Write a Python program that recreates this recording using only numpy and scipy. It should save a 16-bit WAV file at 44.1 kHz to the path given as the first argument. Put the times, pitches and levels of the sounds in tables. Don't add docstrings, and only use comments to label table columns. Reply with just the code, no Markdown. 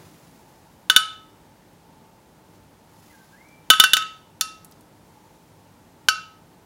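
import sys
import numpy as np
from scipy import signal
from scipy.fft import rfft, irfft, next_fast_len
from scipy.io import wavfile
from scipy.ndimage import map_coordinates

SR = 44100
rng = np.random.default_rng(int(sys.argv[2]) if len(sys.argv) > 2 else 0)


def digitize_waveform(pressure):
    field = np.atleast_2d(pressure).T
    bounded = np.clip(field, -1, 1)
    quanta = np.round(bounded * 32767).astype(np.int16)
    wavfile.write(sys.argv[1], SR, quanta)


N = 293265

# start in seconds, force in dB, extra weight of the low clank in dB,
# ring level in dB, spot on the bowl, part of the spoon.
KNOCKS = [(0.8986, -18.5, 5, -26, "rim", "back"), (0.9625, -14, 3.5, -19.5, "rim", "back"),
          (3.7016, -11, 2, -12.5, "wall", "back"), (3.7352, -31, 11.5, -24.5, "wall", "back"),
          (3.7988, -13, 0.5, -16, "wall", "back"), (3.838, -17.5, 8.5, -30, "shoulder", "neck"),
          (3.9338, -17, -0.5, -21, "wall", "back"), (3.9679, -21, 2.5, -21, "wall", "edge"),
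          (4.022, -42.5, 10, -50, "wall", "back"), (4.41, -19.5, -12, -29.5, "base", "edge"),
          (6.0856, -17, 5, -23.5, "base", "tip")]


def spoon_knocks():
    # pitch in Hz, relative level in dB, t60 in seconds.
    clank_modes = [(1335, -5, .05), (1455, -9, .06), (1507, 3, .08), (1560, -9, .05), (2975, 2, .075),
                   (3130, -10, .035), (3270, -11, .035), (3505, -7, .04), (3564, 0, .05), (3645, -5, .045),
                   (3790, -9, .045), (4020, -16, .07), (4184, -12, .06), (4508, -3, .08), (4600, -10, .12),
                   (5350, -6, .06), (5500, -14, .17), (5768, -6, .07), (6000, -9, .06), (6238, -3, .05),
                   (6670, -3, .05), (7090, -9, .06), (7223, -9, .08), (7550, -14, .08), (8950, -15, .11),
                   (9120, -13, .1), (9480, -12, .08), (9850, -8, .04), (10330, -10, .04), (11190, -9, .04),
                   (11850, -9, .04), (12250, -11, .04)]
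    # frequency in Hz, relative level in dB.
    crack_colour = [(100, -17), (400, -11.5), (700, -19), (950, -7), (1700, 3.5), (2300, -1.5), (3200, 4),
                    (4300, 2.5), (5000, 0), (6000, -2.5), (7400, -4.5), (8350, -7), (9600, 1.5),
                    (12500, -4.5), (16000, -5.5)]
    part_colour = {"back": (8.5, 11.5, -2, -0.5), "neck": (4.4, 3.5, 1.1, 2.5),
                   "edge": (-12.5, 1.5, -1, -4.5), "tip": (-0.5, -11, 3.5, -4)}
    firm_db, brightening = -16.5, 0.17
    out, t = np.zeros(N), np.arange(SR) / SR
    hz, mode_db, t60 = np.transpose(clank_modes)
    mode_band = np.searchsorted([2000, 3300, 4100, 6100, 8400], hz)
    attack = 1 - np.exp(-t / 0.00035)
    chatter = amp(-60 * t / 0.017) + amp(-9.5) * amp(-60 * t / 0.036)
    for start, force_db, weight_db, _, _, part in KNOCKS:
        *middle_db, upper_db, top_db = part_colour[part]
        treble_db = top_db + brightening * (force_db - firm_db)
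        band_db = force_db + np.array([weight_db, *middle_db, upper_db, 0, treble_db])
        grip = 1 + .003 * rng.standard_normal(len(hz))
        clank = modes(hz * grip, amp(mode_db + band_db[mode_band]), t60, t)
        add(out, start, in_kitchen(clank * attack, wet_db=-20, counter_db=-25, build_s=0.016))
        hardness = [(1500, weight_db), (5500, upper_db), (11000, treble_db)]
        burst = noise(lambda f: amp(along(crack_colour, f) + along(hardness, f)), size=len(t))
        crack = amp(force_db + 10) * burst * chatter * attack
        add(out, start, in_kitchen(crack, wet_db=-14, counter_db=-18.5, build_s=0.0032))
    return out


def bowl_ring():
    # pitch in Hz, t60 in seconds.
    bending_modes = [(1288, .52), (2735, .4), (2992, .41), (3645, .36)]
    spot_colour = {"rim": (-32.5, -1.1, -33), "wall": (-11.5, -25.5, -12), "shoulder": (8.6, -16, -8),
                   "base": (-6, -28, -28)}
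    settle_times = [1.29, 4.17, 4.75, 6.37]
    light_db = -39
    out, t = np.zeros(N), np.arange(SR) / SR
    hz, t60 = np.transpose(bending_modes)
    firm_times = [start for start, force_db, *_ in KNOCKS if force_db > light_db]
    touches = np.array(firm_times + settle_times + [np.inf])
    attack = 1 - np.exp(-t / 0.0012)
    for start, _, _, ring_db, spot, _ in KNOCKS:
        free_s = touches[touches > start].min() - start
        damping = amp(-60 * np.maximum(t - free_s, 0) / 0.056)
        gains = amp(ring_db + np.array([0, *spot_colour[spot]]))
        add(out, start, modes(hz, gains, t60, t) * damping * attack)
    sway = amp(1.3 * wobble(35))
    return in_kitchen(out * sway, wet_db=-18, counter_db=-26, build_s=.02)


def ticks():
    # start in seconds, level in dB, centre pitch in Hz.
    touches = [(1.7313, -57, 12650), (3.486, -53, 6800), (4.647, -39.5, 10300), (4.712, -47.5, 12420),
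               (4.7214, -48, 4930), (4.809, -50.5, 10800)]
    out, t = np.zeros(N), np.arange(SR // 3) / SR
    for start, db, hz in touches:
        burst = noise(lambda f: 1 / np.hypot(1, 1.8 * (f / hz - hz / (f + 1))), size=len(t))
        tick = amp(db) * burst * amp(-60 * t / .03)
        add(out, start, in_kitchen(tick, wet_db=-13.5, counter_db=-15.5, build_s=.01))
    return out


def hiss_and_sauce():
    peaks = [(0.06, -57.5, 1.5), (2.56, -61, -0.1), (3.04, -57, 0.9), (3.29, -68.5, -0.05),
             (5.08, -67, 1.3), (5.33, -66, 0.75)]
    # frequency in Hz, relative level in dB.
    colour = [(300, -11.5), (1200, 4), (2500, -1), (5000, -0.5), (6300, -0.5), (7200, 0.5), (8600, -8),
              (10000, 1), (11000, -6), (13000, -5), (15500, -4)]
    swells = [amp(db) * swell(peak_s, 0.37 * fade_s, fade_s) for peak_s, db, fade_s in peaks]
    level = np.hypot(amp(-79), np.linalg.norm(swells, axis=0))
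    return level * amp(1.4 * wobble(130)) * noise(lambda f: amp(along(colour, f)), size=N)


def squeal():
    # time in seconds, pitch in Hz.
    pitch_path = [(3.108, 2030), (3.124, 1695), (3.164, 1556), (3.3, 1537), (3.352, 1655), (3.386, 2057),
                  (3.476, 2341), (3.58, 2339)]
    attack_s, release_s = 0.0205, .04
    fast_hz_per_s = 14000
    t = np.arange(N) / SR
    times, pitches = np.transpose(pitch_path)
    hz = np.interp(t, times, pitches)
    start, end = times[0], times[-1]
    sounding = np.interp(t, [start - attack_s, start, end - release_s, end + release_s], [0, 1, 1, 0])
    glide = np.abs(np.gradient(hz)) * SR / fast_hz_per_s
    jitter = .004 * wobble(80) + .012 * np.tanh(glide) * wobble(300)
    tone = np.sin(2 * np.pi * np.cumsum(hz * (1 + jitter)) / SR) / np.hypot(1, glide)
    level = sounding * amp(-59.5 + 1.2 * wobble(61))
    return in_kitchen(level * tone, wet_db=-5.5, counter_db=0, build_s=.008)


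def room_tone():
    # frequency in Hz, relative level in dB.
    air_colour = [(12, -71), (20, -35), (48, -9.5), (93, -5.5), (123, -6), (167, 0.5), (203, -6.5),
                  (233, -4), (268, -6.5), (693, -12), (916, -13.5), (1280, -18), (2120, -22.5),
                  (2650, -24.5), (15800, -33)]
    # centre in Hz, width in Hz, level in dB.
    hum_bands = [(101, 7.4, -67.5), (173, 12, -69.5), (303, 6.6, -68.5), (880, 130, -63.5)]
    air_db = -54 + 6 * np.exp(-np.arange(N) / SR / 0.12)
    air = amp(air_db + 0.34 * wobble(4.6)) * noise(lambda f: amp(along(air_colour, f)), size=N)
    hum = np.zeros(N)
    for hz, width, db in hum_bands:
        band = noise(lambda f: 1 / (1 + (2 * (f - hz) / width) ** 2), size=N)
        waver = amp(1.6 * wobble(5))
        hum += amp(db) * waver * band
    return air + hum


def in_kitchen(x, wet_db, counter_db, build_s):
    # frequency in Hz, the kitchen's t60 in seconds.
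    decay_times = [(200, 0.4), (1300, .43), (3000, .47), (6000, .42), (10000, 0.27), (15000, 0.087)]
    hz, frame_s, spectrum = signal.stft(rng.standard_normal(SR * 3 // 4), SR, nperseg=256)
    decay = amp(-60 * frame_s / along(decay_times, hz)[:, None])
    tail = signal.istft(spectrum * decay, SR, nperseg=256)[1]
    t = np.arange(len(tail)) / SR
    tail *= 1 - np.exp(-(t / build_s) ** 2)
    early = rng.standard_normal(len(t)) * t * np.exp(-t / 0.0039)
    answer = amp(wet_db) * tail / np.linalg.norm(tail) + amp(counter_db) * early / np.linalg.norm(early)
    return x + signal.fftconvolve(x, answer)[:len(x)]


def amp(db):
    return 10 ** (np.asarray(db) / 20)


def along(points, hz):
    freqs, values = np.transpose(points)
    return np.interp(np.log(hz + 1), np.log(freqs + 1), values)


def wobble(rate):
    return map_coordinates(rng.standard_normal(int(N * rate / SR) + 4), [np.arange(N) * rate / SR])


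def swell(peak_s, rise_s, fade_s):
    t = np.arange(N) / SR - peak_s
    return amp(-20 * np.maximum(-t / rise_s, t / fade_s))


def modes(hz, gains, t60, t):
    phase = rng.uniform(0, 2 * np.pi, (len(hz), 1))
    return gains @ (np.sin(2 * np.pi * hz[:, None] * t + phase) * amp(-60 * t / t60[:, None]))


def filtered(x, response):
    size = next_fast_len(len(x) + 8192)
    return irfft(rfft(x, size) * response(np.fft.rfftfreq(size, 1 / SR)), size)[:len(x)]


def noise(response, size):
    x = filtered(rng.standard_normal(size), response)
    return x / np.sqrt(np.mean(x ** 2) + 1e-20)


def add(track, start, sound):
    part = track[round(start * SR):][:len(sound)]
    part += sound[:len(part)]


def scene():
    return (spoon_knocks() + bowl_ring() + ticks() + hiss_and_sauce() + squeal() + room_tone())[None]


def record(dry):
    top_hz = 15950
    clipped = np.clip(dry[0], -1, 1)
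    return filtered(clipped, lambda hz: 1 / np.sqrt(1 + (hz / top_hz) ** 140))[None]


dry = scene()
out = record(dry)
digitize_waveform(out)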